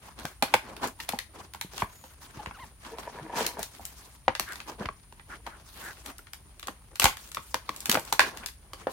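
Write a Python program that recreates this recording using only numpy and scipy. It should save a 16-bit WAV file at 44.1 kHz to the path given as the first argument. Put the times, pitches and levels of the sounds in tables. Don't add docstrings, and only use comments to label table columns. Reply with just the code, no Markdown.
import sys
import numpy as np
from scipy import signal
from scipy.io import wavfile

SR = 44100
rng = np.random.default_rng(int(sys.argv[2]) if len(sys.argv) > 2 else 0)


def unload_audio(sound):
    columns = np.transpose(np.atleast_2d(sound))
    steps = np.round(np.clip(columns, -1, 1) * 32767)
    wavfile.write(sys.argv[1], SR, steps.astype(np.int16))


N = 393372
TIME = np.arange(N) / SR
CENTRES = 31.25 * 2 ** np.arange(0, 9.5, .5)


def from_db(db):
    return 10 ** (np.asarray(db) / 20)


def unit_energy(x):
    return x / np.sqrt(np.sum(x ** 2, axis=(-2, -1), keepdims=True) / 2 + 1e-20)


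def at_hz(points, hz):
    table = np.array(points)
    return np.interp(np.log(hz), np.log(table[:, 0]), table[:, 1])


def between(anchors, levels, hz):
    weights = [np.interp(np.log(hz), np.log(anchors), row) for row in np.eye(len(anchors))]
    return np.array(weights) @ levels


def drift(rate):
    knots = rng.standard_normal(int(N / SR * rate) + 2)
    return np.interp(TIME * rate, np.arange(len(knots)), knots) * np.sqrt(3 / 2)


# frequency in Hz, correlation (no unit).
LIKENESS = [(100, 0.92), (600, 0.75), (1300, 0.32), (2600, 0), (6000, 0.0087)]


def bands(drive):
    for k, hz in enumerate(CENTRES):
        edges = hz * 2 ** np.array([-.25, .25])
        band_filter = signal.butter(2, edges, "band", fs=SR, output="sos")
        x = signal.sosfilt(band_filter, drive[k % 2] + 1e-18)
        alike = np.clip(at_hz(LIKENESS, hz), -.98, .98)
        middle = np.sqrt(1 + alike) * x[..., :1, :]
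        side = np.sqrt(1 - alike) * x[..., 1:, :] * [[1], [-1]]
        yield hz, unit_energy(middle + side)


def swing(t, hz, t60, rise):
    return np.sin(2 * np.pi * hz * t) * from_db(-60 * t / t60) * (1 - np.exp(-(t / rise) ** 2))


def placed(times, sounds):
    out = np.zeros((2, N))
    for s, sound in zip(times, sounds):
        i = max(int(s * SR), 0)
        out[:, i:i + sound.shape[-1]] += sound[:, :N - i]
    return out


SNAP_HZ = [260, 750, 2200, 8000]
# frequency in Hz, relative level in dB.
SNAP_COLOUR = [(90, -12.5), (180, -6.5), (400, 0), (1100, 7), (1500, 1), (3000, -1), (4400, 2), (6300, -3),
               (9500, 2), (15000, -4.5)]
# frequency in Hz, t60 in seconds.
SNAP_T60 = [(200, 0.057), (900, 0.019), (3000, 0.018), (10000, 0.017)]
# frequency in Hz, left minus right in dB.
LEAN = [(250, 0.5), (800, 1), (2000, 1.5), (12000, 2)]
SWING_STRETCH = 4.0


def snaps(rustle_db=-11.0, scatter_db=1.15, jagged_db=4.0, pop_t60=0.008, pop_rise=0.0008,
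          pop_ring_db=-4.0, crack_rise=0.00031, wander_db=0.5):
    s, thud, panel, crack, sizzle, hold, ring_db = snap_levels()
    t = np.arange(SR // 16) / SR
    hold = hold[:, None, None]
    draws = rng.standard_normal((len(s), 5, len(t)))
    jag = from_db(jagged_db * draws[:, -1:]) * (1 - np.exp(-t / crack_rise))
    drive = np.stack([draws[:, :2], draws[:, 2:-1]]) * jag
    place_db = wander_db * rng.standard_normal((len(s), 1, 1))
    levels = np.array([thud, panel + rustle_db, crack, sizzle])
    cracks = 0
    for hz, band in bands(drive):
        if hz <= 80:
            continue
        decay_db = -60 * np.maximum(t - hold, 0) / at_hz(SNAP_T60, hz)
        burst = unit_energy(band * from_db(decay_db))
        level = between(SNAP_HZ, levels, hz) + at_hz(SNAP_COLOUR, hz)
        level = level + scatter_db * rng.standard_normal(len(s))
        level = level + np.minimum(sizzle - crack, 0) * max(np.log2(hz / SNAP_HZ[-1]), 0) / 2
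        sides_db = (at_hz(LEAN, hz) + place_db) * np.array([[.5], [-.5]])
        cracks = cracks + burst * from_db(level[:, None, None] + sides_db) * np.sqrt(.5)

    _, pitch, flip_db, _, _, crease_hz, *_ = np.transpose(BUCKLES)
    flips = len(pitch)
    cracks[:flips] += creases(t, crease_hz) * from_db(crack[:flips, None, None] + CREASE_DB)
    pops = np.zeros_like(cracks)
    pops[:flips] = swing(t, pitch[:, None, None], pop_t60 + SWING_STRETCH * hold[:flips], pop_rise)
    pops[:flips] = unit_energy(pops[:flips]) * from_db(flip_db)[:, None, None]
    passed_on = (cracks + from_db(pop_ring_db) * pops) * from_db(ring_db)[:, None, None]
    direct = placed(s, cracks + pops)
    return (direct + ring_on(placed(s, passed_on))) * np.sqrt(0.0063 * SR)


# start in seconds, panel pitch in Hz,
# panel level in dB, crack level in dB, crack tilt in dB per octave, crease pitch in Hz,
# length in seconds, level passed on to shell and room in dB.
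BUCKLES = [(.2522, 730, -32.5, -34, -3, 1620, 0.0018, -5), (.4238, 792, -23.5, -23, -2, 2500, 0.0031, -4),
           (.4298, 790, -26, -37.5, -5, 1850, 0.001, -7), (.5389, 877, -15.5, -18.5, -4, 2364, 0.0037, -7),
           (.8407, 840, -27, -54, 5.5, 1760, .002, -6), (1.001, 880, -51, -35, -4.5, 1880, 0.0049, -7.5),
           (1.0894, 740, -33.5, -32, 0.5, 3630, .003, -7.5), (1.1345, 810, -29, -82, -6, 3580, .003, -4),
           (1.547, 960, -41.5, -47, -1, 2250, 0.0011, -4.5),
           (1.8207, 980, -24, -29.5, -20, 1590, .0012, -6.5),
           (2.039, 880, -46.5, -55, 0.5, 1840, 0.0018, -2),
           (2.4597, 1050, -36.5, -38, -8, 1370, 0.0013, -3.5),
           (2.51, 1010, -42.5, -46, -23, 1550, .001, -6), (2.9843, 975, -37.5, -46, -3.5, 2780, .002, -7),
           (3.592, 672, -32.5, -59, 11, 2460, 0.0018, -2.5), (3.795, 755, -42.5, -83, 8, 1410, 0.0027, 2),
           (4.2801, 780, -13.5, -24, -13.5, 1530, 0.0028, -8.5),
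           (4.3963, 1140, -29.5, -29, 1, 2790, 0.0011, -5.5),
           (4.856, 1040, -34, -32.5, -9.5, 1430, 0.0025, -9.5),
           (4.8876, 1140, -29.5, -40, -14, 1500, 0.0016, -9.5),
           (5.124, 930, -49.5, -55.5, -1, 1910, 0.0014, -8),
           (5.4647, 970, -39, -40.5, -4.5, 1480, 0.0037, -4),
           (5.472, 810, -36.5, -48, -7, 1540, 0.0023, -8), (6.19, 1395, -49.5, -52, -17, 1410, 0.0066, -8),
           (6.6825, 1100, -31.5, -38.5, -6, 1510, 0.0014, -8),
           (6.997, 1155, -29.5, -26.5, 3, 2850, .002, -5.5),
           (7.0188, 910, -31.5, -24.5, -5, 2360, 0.0016, -4.5),
           (7.0243, 865, -33, -33, 2.5, 1430, 0.0022, -18), (7.0416, 1060, -18, -22, 3, 1480, .001, -6),
           (7.0548, 900, -17, -19, -3, 2154, .0015, -4), (7.37, 1200, -31, -35.5, -13, 1680, 0.00057, -4.5),
           (7.5429, 985, -24.5, -30, -1, 1645, .001, -7),
           (7.6913, 1120, -28, -34.5, -3.5, 1520, 0.00074, -9.5),
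           (7.8955, 1200, -30.5, -24.5, 2, 3080, .0006, -7), (7.9438, 850, -32, -30, 0, 2280, .001, -8),
           (7.952, 860, -24, -24.5, -18.5, 1504, 0.0026, -15),
           (7.9716, 617, -24, -31, -18.5, 1560, 0.0026, -5.5),
           (8.125, 890, -24, -27.5, 1, 4030, 0.0027, -6), (8.1933, 1014, -16.5, -13.5, -6, 1670, .0007, -2),
           (8.733, 1120, -40.5, -44, -0.5, 3130, 0.0017, -3.5), (8.8696, 558, -23, -46, -5, 1640, .001, -2)]
# start in seconds, crack level in dB, tilt in dB per octave.
TICKS = [(0.189, -44.5, -3.5), (0.196, -46.5, -0.5), (0.483, -42.5, -11), (0.582, -46, -5),
         (0.765, -43, -2.5), (0.873, -53, 8), (1.034, -46.5, -13), (1.085, -43, -8), (1.122, -40, -2),
         (1.188, -32, -1.5), (1.5358, -45, 0), (1.6114, -32.5, -1), (1.779, -34.5, -3), (1.803, -49, -4),
         (2.848, -46, -9), (2.972, -53.5, -6), (3.386, -50, 6), (3.428, -40, -6), (3.4645, -30, 1.5),
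         (3.629, -38.5, 3.5), (3.852, -47.5, 7), (4.3507, -30.5, -4.5), (4.427, -40, -13),
         (4.488, -56, 4.5), (4.521, -46, 2), (4.532, -46, -0.5), (4.556, -41, -4), (4.6018, -36.5, -7),
         (4.796, -49, -6), (5.1955, -44, -20), (5.356, -52.5, -12), (5.598, -58, -3), (5.774, -60, 3),
         (5.97, -53, -7), (6.269, -49.5, -6), (6.06, -44.5, 2), (6.099, -48, -17), (6.1818, -57, 7),
         (6.3328, -42.5, 1), (6.595, -49.5, 1.5), (6.628, -40.5, -4), (6.671, -44, 3), (6.956, -41.5, 0),
         (7.0318, -28.5, -1.5), (7.1694, -42, -1.5), (7.316, -46.5, 1.5), (7.3463, -38, 0.5),
         (7.7619, -51, 6), (7.804, -51, 7.5), (7.8566, -33, 2), (7.9145, -27, 3), (7.9252, -31, -3),
         (7.9574, -36, 0.5), (7.995, -49.5, 6.5), (8.05, -57.5, 7), (8.372, -41.5, -0.5), (8.434, -41, -28),
         (8.46, -37, 2), (8.485, -44.5, -0.5)]
THUD_DB, PANEL_DB, THUD_FOLLOWS = -38, -28.5, 0.6
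TICK_MIDDLE_DB, TICK_BASS_DB = -5.5, -25
TICK_S, TICK_RING_DB = .0009, -4.5


def snap_levels():
    s, _, panel, crack, tilt, _, length, ring_db = np.transpose(BUCKLES)
    tick_s, tick, tick_tilt = np.transpose(TICKS)
    octaves = np.log2(SNAP_HZ[3] / SNAP_HZ[2])
    each = np.ones(len(tick))
    thud = THUD_DB + THUD_FOLLOWS * (panel - PANEL_DB)
    buckles = [s, thud, panel, crack, crack + tilt * octaves, length, ring_db]
    ticks = [tick_s, tick + TICK_BASS_DB, tick + TICK_MIDDLE_DB, tick, tick + tick_tilt * octaves,
             TICK_S * each, TICK_RING_DB * each]
    return np.hstack([buckles, ticks])


# multiple of its pitch (no unit), relative level in dB.
CREASE_MODES = [(1, 0), (1.44, -2), (2.1, -8)]
CREASE_DB = -3
CREASE_T60, CREASE_RISE_S = .012, 0.0004


def creases(t, hz):
    phases = .7 * rng.standard_normal((len(CREASE_MODES), len(hz), 2, 1))
    modes = 0
    for (ratio, db), phase in zip(CREASE_MODES, phases):
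        modes = modes + from_db(db) * np.sin(2 * np.pi * ratio * hz[:, None, None] * t + phase)
    return unit_energy(modes * from_db(-60 * t / CREASE_T60) * (1 - np.exp(-t / CREASE_RISE_S)))


# frequency in Hz, relative level in dB.
SHELL = [(905, 0), (1034, -4.5), (1427, 1.5), (1631, -3), (2370, -4), (3047, -7), (3480, -6.5)]
# frequency in Hz, t60 in seconds.
ROOM_T60 = [(200, 0.14), (1400, 0.22), (12000, 0.2)]


def ring_on(x, room_db=-2.5, shell_db=-17.5, shell_t60=0.089, wall_db=-7.5, wall_s=0.0096,
            build_s=0.00666, treble_db=1.0):
    t = np.arange(SR // 2) / SR
    tail = 0
    for hz, band in bands(rng.standard_normal((2, 2, len(t)))):
        shape_db = -60 * t / at_hz(ROOM_T60, hz) + treble_db * hz / SNAP_HZ[-1]
        tail = tail + band * np.sqrt(hz) * from_db(shape_db)
    echo = from_db(room_db) * unit_energy(tail * (1 - np.exp(-(t / build_s) ** 2)))
    modes = 0
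    for hz, db in SHELL:
        ring = np.sin(2 * np.pi * (hz * t + rng.random((2, 1))))
        modes = modes + from_db(db - 60 * t / shell_t60) * ring
    echo += from_db(shell_db) * unit_energy(modes)
    echo[[0, 1], [int(wall_s * SR), int(wall_s * SR * 1.04)]] += from_db(wall_db)
    return signal.fftconvolve(x, echo, axes=1)[:, :N]


SLIDE_HZ = [550, 2200, 8000]
# frequency in Hz, relative level in dB.
SLIDE_COLOUR = [(90, -19.5), (200, -2.5), (330, -2.5), (500, -9), (900, 5.5), (1500, 2.5), (2600, 3),
                (4600, 4), (6500, 4), (10000, 3.5), (15000, 2.5)]


def sliding(level_db=-2.0, grains_per_s=600, grain_db=4.0, smooth=0.51, judder_db=2.0, patchy_db=2.5):
    s, body, rasp, hiss = friction()
    levels = np.array([body, rasp, hiss])
    slip_sizes = from_db(grain_db * np.minimum(rng.exponential(1, N), 4))
    slips = (rng.random(N) < grains_per_s / SR) * slip_sizes
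    drive = rng.standard_normal((2, 2, N)) * (smooth + slips) * from_db(judder_db * drift(70))
    out = 0
    for hz, band in bands(drive):
        if hz <= 80:
            continue
        level = np.interp(TIME, s, between(SLIDE_HZ, levels, hz)) + at_hz(SLIDE_COLOUR, hz)
        dullness = np.interp(TIME, s, np.minimum(hiss - rasp, 0))
        level = level + dullness * max(np.log2(hz / SLIDE_HZ[-1]), 0) / 2
        out = out + band * from_db(level + patchy_db * drift(60))
    return out * np.sqrt(N / 2) * from_db(level_db)


# start in seconds, length in seconds, level in dB per octave before trims, tilt in dB per octave.
RUBS = [(0.01, 0.12, -58.5, -2), (0.155, 0.084, -57, -3.5), (0.216, 0.13, -59.5, 0.5),
        (0.474, 0.11, -55, -3), (0.608, 0.32, -58.5, -4.5), (0.807, 0.08, -42.5, -2.5),
        (0.978, 0.086, -53.5, 1.5), (1.059, 0.14, -58, -1.5), (1.328, 0.11, -55.5, -2.5),
        (1.418, 0.059, -60, -1.5), (1.709, .15, -52.5, 0.5), (1.87, 0.29, -65, 1),
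        (2.199, 0.073, -55.5, 0.5), (2.279, 0.055, -57, -2), (2.327, 0.19, -59.5, -3),
        (2.525, 0.18, -62, -1), (3.696, 0.48, -62.5, 0.8), (4.4, 0.25, -58.5, -1),
        (4.652, 0.086, -50.5, -2.5), (4.779, 0.073, -50.5, -5), (5.28, 0.098, -57, -2.5),
        (5.425, 0.22, -64, -2.5), (5.641, 0.38, -65, 2.5), (5.744, 0.1, -54.5, -0.5),
        (5.806, 0.13, -52, 0.5), (5.93, 0.16, -62, 0), (6.036, 0.089, -53, -1), (6.662, 0.04, -57, -9),
        (7, 0.12, -47, 0.5), (7.159, 0.15, -60, 2.5), (7.378, 0.17, -64, 3), (7.637, 0.35, -59, -0.5),
        (7.877, 0.125, -49.5, -5), (8.001, 0.16, -56.5, -.5), (8.181, .13, -47.5, -2),
        (8.296, 0.17, -58, -2.5), (8.758, 0.1, -58.5, -2), (8.882, 0.093, -54.5, 1.5)]
HOLD_DB, HOLD_TILT_DB = -73, -1.5
RUB_ATTACK_S, RUB_END_DB, RUB_FADE_DB_PER_S = 0.032, -9.5, 378


def friction(peel_body_db=-6.5, peel_rasp_db=-5.0, peel_hiss_db=-7.5):
    s = TIME[::SR // 500]
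    octaves = np.log2(np.array(SLIDE_HZ) / SLIDE_HZ[1])[:, None]
    power = from_db(HOLD_DB + HOLD_TILT_DB * octaves) ** 2
    for start, length, db, tilt in RUBS:
        fade_db = np.clip(RUB_END_DB - RUB_FADE_DB_PER_S * (s - start - length), -100, 0)
        stroke = np.clip((s - start) / RUB_ATTACK_S, 0, 1) * from_db(fade_db)
        power = power + (stroke * from_db(db + tilt * octaves)) ** 2
    when, body, treble = np.transpose(PEEL)
    peel = [body + peel_body_db, (body + treble) / 2 + peel_rasp_db, treble + peel_hiss_db]
    peel_gain = from_db([np.interp(s, when, db) for db in peel])
    power = power + peel_gain ** 2 * (s > when[0]) * (s < when[-1])
    return s, *(10 * np.log10(power))


def chafing(level_db=-1.5, slips_per_s=32, low_hz=330, high_hz=1900, cycles=28, lurch_db=4.0,
            top_db=-7.5, count=16):
    s, body, _, _ = friction()
    out = 0
    for hz in np.geomspace(low_hz, high_hz, count):
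        hits = rng.random(N) < slips_per_s / SR
        slips = hits * rng.uniform(0.14, 1, (2, N)) * from_db(top_db * (hz / high_hz) ** 2)
        r = from_db(-60 * hz / (cycles * SR))
        w = 2 * np.pi * hz / SR
        resonance = [1, -2 * r * np.cos(w), r * r]
        out = out + signal.lfilter([np.sin(w) * np.sqrt(w)], resonance, slips + 1e-18)
    lurching = unit_energy(out * from_db(lurch_db * drift(50))) * np.sqrt(N)
    return lurching * from_db(level_db + np.interp(TIME, s, body))


# time in seconds, body level in dB before trims, treble level in dB before trims.
PEEL = [(2.8, -63.5, -66.5), (2.863, -45, -50.5), (2.97, -50.5, -64.5), (2.988, -45.5, -47.5),
        (3.012, -47.5, -53.5), (3.298, -44.5, -63.5), (3.39, -33.5, -33.5), (3.49, -36, -45),
        (3.528, -54, -57.5), (3.588, -33.5, -60), (3.636, -52.5, -39), (3.7, -61, -58.5)]
# frequency in Hz, relative level in dB, t60 in seconds.
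PEEL_MODES = [(448, -6, 0.058), (674, 3.5, 0.012), (963, -1.5, 0.05), (1710, -7.5, 0.021),
              (2400, -16, .012)]


def peeling(level_db=-2.0, slips_per_s=110, uneven=.8, size_db=4.0, lurch_db=3.5):
    when, body, _ = np.transpose(PEEL)
    draws = rng.standard_normal((600, 2 + len(PEEL_MODES)))
    times = when[0] + np.cumsum(np.exp(uneven * draws[:, 0])) / slips_per_s
    live = times < when[-1]
    out = np.zeros(N)
    for k, (hz, db, t60) in enumerate(PEEL_MODES):
        slips = np.zeros(N)
        sizes = size_db * (draws[live, 1] + draws[live, 2 + k] / 2)
        slips[(times[live] * SR).astype(int)] = from_db(db + sizes)
        r = from_db(-60 / (t60 * SR))
        w = 2 * np.pi * hz / SR
        out += (-1) ** k * signal.lfilter([1, 0, -1], [1, -2 * r * np.cos(w), r * r], slips + 1e-18)
    out = unit_energy(out * from_db(lurch_db * drift(50)) * np.ones((2, 1)))
    out = out * np.sqrt((when[-1] - when[0]) * SR)
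    return out * from_db(level_db + np.interp(TIME, when, body))


# start in seconds, end in seconds, level in dB, resonance in Hz.
SCRAPES = [(4.458, 4.555, -39, 1570), (5.289, 5.364, -42, 1470), (5.457, 5.581, -51, 1460),
           (5.801, 5.939, -41.5, 1620), (6.071, 6.118, -53, 1310)]


def scrapes(width_hz=600, catches_per_s=900, smooth=0.26):
    strokes = []
    for start, end, db, hz in SCRAPES:
        count = int((end - start) * SR)
        b, a = signal.iirpeak(hz, hz / width_hz, fs=SR)
        noise = rng.standard_normal(count) + rng.standard_normal((2, count))
        slips = noise * (smooth + (rng.random(count) < catches_per_s / SR))
        tone = signal.lfilter(b, a, signal.lfilter(b, a, slips))
        tone = unit_energy(tone) * np.sqrt(count)
        strokes.append(tone * np.sin(np.linspace(0, np.pi, count)) * from_db(db))
    return placed([row[0] for row in SCRAPES], strokes)


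# time in seconds, slip rate in Hz, level in dB before the colour.
SQUEAK = [(2.542, 1550, -68), (2.549, 1480, -54), (2.571, 1206, -58), (2.579, 733, -66),
          (2.612, 1113, -54.5), (2.645, 886, -55)]
# frequency in Hz, gain in dB.
SQUEAK_COLOUR = [(700, 12), (1300, 9.5), (2100, 3), (4200, -9)]


def squeak(wobble=0.0355, flutter_db=2.0):
    s, hz, db = np.transpose(SQUEAK)
    rate = np.interp(TIME, s, hz)
    phase = 2 * np.pi * np.cumsum(rate * (1 + wobble * drift(700))) / SR
    tone = 0
    for k in range(1, 5):
        partial_db = at_hz(SQUEAK_COLOUR, k * rate) + flutter_db * drift(200)
        tone = tone + np.sin(k * phase) * from_db(partial_db)
    return tone * np.interp(TIME, s, from_db(db), left=0, right=0)


# start in seconds, length in seconds, pitch in Hz, level in dB.
GROANS = [(0.988, 0.029, 860, -41.5), (2.387, 0.029, 809, -35), (2.912, 0.049, 456, -39),
          (3.207, 0.032, 147, -40), (3.23, 0.052, 310, -41), (3.327, 0.025, 910, -31.5),
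          (8.422, .022, 1406, -44)]


def groans(wobble=0.058, overtone_db=-19):
    notes = []
    for _, length, hz, db in GROANS:
        count = int(length * SR)
        phase = 2 * np.pi * np.cumsum(hz * (1 + wobble * drift(420)[:count])) / SR
        note = np.sin(phase) + from_db(overtone_db) * np.sin(2 * phase)
        note = note * np.sin(np.linspace(0, np.pi, count))
        notes.append(note * from_db(db) * np.ones((2, 1)))
    return placed([row[0] for row in GROANS], notes)


def crinkle(above_db=-3.0, ticks_per_s=36, crowding=1.2, size_db=2.0, t60=0.0061, low_hz=700, high_hz=4500):
    s, _, rasp, _ = friction()
    t = np.arange(SR // 32) / SR
    work = np.cumsum(from_db(crowding * rasp))
    times = np.interp(rng.random(int(ticks_per_s * N / SR)), work / work[-1], s)
    bursts = rng.standard_normal((len(times), 2, len(t))) * from_db(-60 * t / t60)
    band_filter = signal.butter(1, [low_hz, high_hz], "band", fs=SR, output="sos")
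    bursts = unit_energy(signal.sosfilt(band_filter, bursts))
    sizes = size_db * np.minimum(rng.exponential(1, len(times)), 3)
    level = np.interp(times, s, rasp) + above_db + sizes
    return placed(times, bursts * from_db(level)[:, None, None]) * np.sqrt(t60 * SR / 2)


# start in seconds, level in dB, pitch in Hz.
BUMPS = [(0.249, -29.5, 157), (0.427, -24, 253), (.541, -17.5, 497), (1.137, -27.5, 240), (1.647, -35, 184),
         (1.826, -26.5, 105), (2.372, -35, 124), (2.471, -32.5, 89), (2.634, -39, 71.6), (4.809, -26, 203),
         (4.857, -28.5, 77.3), (7.042, -18.5, 75.4), (7.893, -21.5, 230), (7.952, -21.5, 295),
         (7.971, -30.5, 210)]


def bumps(t60=0.052, rise=0.00064, overtone=1.616):
    s, db, hz = np.transpose(BUMPS)
    t = np.arange(SR // 4) / SR
    hz = hz[:, None, None]
    thump = swing(t, hz, t60, rise) + swing(t, hz * overtone, t60 / 2, rise)
    return placed(s, thump * from_db(db)[:, None, None])


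# time in seconds, pitch in Hz, level in dB.
WHISTLE = [(1.87, 6340, -68), (1.992, 6950, -59), (2.13, 6400, -69)]
WHISTLE_BLUR = .028


def whistle(overtone_db=-3):
    s, hz, db = np.transpose(WHISTLE)
    pitch = np.interp(TIME, s, hz) * (1 + WHISTLE_BLUR * drift(2000))
    phase = 2 * np.pi * np.cumsum(pitch) / SR
    tone = np.sin(phase) + from_db(overtone_db) * np.sin(2 * phase)
    return tone * np.interp(TIME, s, from_db(db), left=0, right=0)


# frequency in Hz, level in dB per octave.
ROOM_TONE = [(30, -72), (48, -54), (130, -63), (300, -72.5), (900, -88), (2000, -71.5), (10000, -72),
             (15000, -71)]
MAINS_HZ = 60


def background(hum_db=-65.0, whine_hz=9520, whine_width_hz=110, whine_db=-62.5):
    tone = 0
    for hz, band in bands(rng.standard_normal((2, 2, N))):
        tone = tone + band * from_db(at_hz(ROOM_TONE, hz))
    tone = tone * np.sqrt(N / 2)
    b, a = signal.iirpeak(whine_hz, whine_hz / whine_width_hz, fs=SR)
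    whine = unit_energy(signal.lfilter(b, a, rng.standard_normal((2, N)))) * np.sqrt(N)
    hum = np.sqrt(2) * np.sin(2 * np.pi * MAINS_HZ * TIME)
    return tone + from_db(hum_db) * hum + from_db(whine_db) * whine


def scene(left_db=0.5):
    rubbing = sliding() + chafing() + peeling() + scrapes() + squeak() + groans()
    rest = rubbing + crinkle() + bumps() + whistle() + background()
    return snaps() + rest * from_db([[left_db], [-left_db]])


CUTOFF_HZ = 16000


def record(dry, low_cut_hz=38):
    x = signal.sosfilt(signal.butter(8, low_cut_hz, "high", fs=SR, output="sos"), dry)
    x = x / (1 + (x / .78) ** 6) ** (1 / 6)
    return signal.sosfilt(signal.ellip(10, .2, 95, CUTOFF_HZ, fs=SR, output="sos"), x)


dry = scene()
out = record(dry)
unload_audio(out)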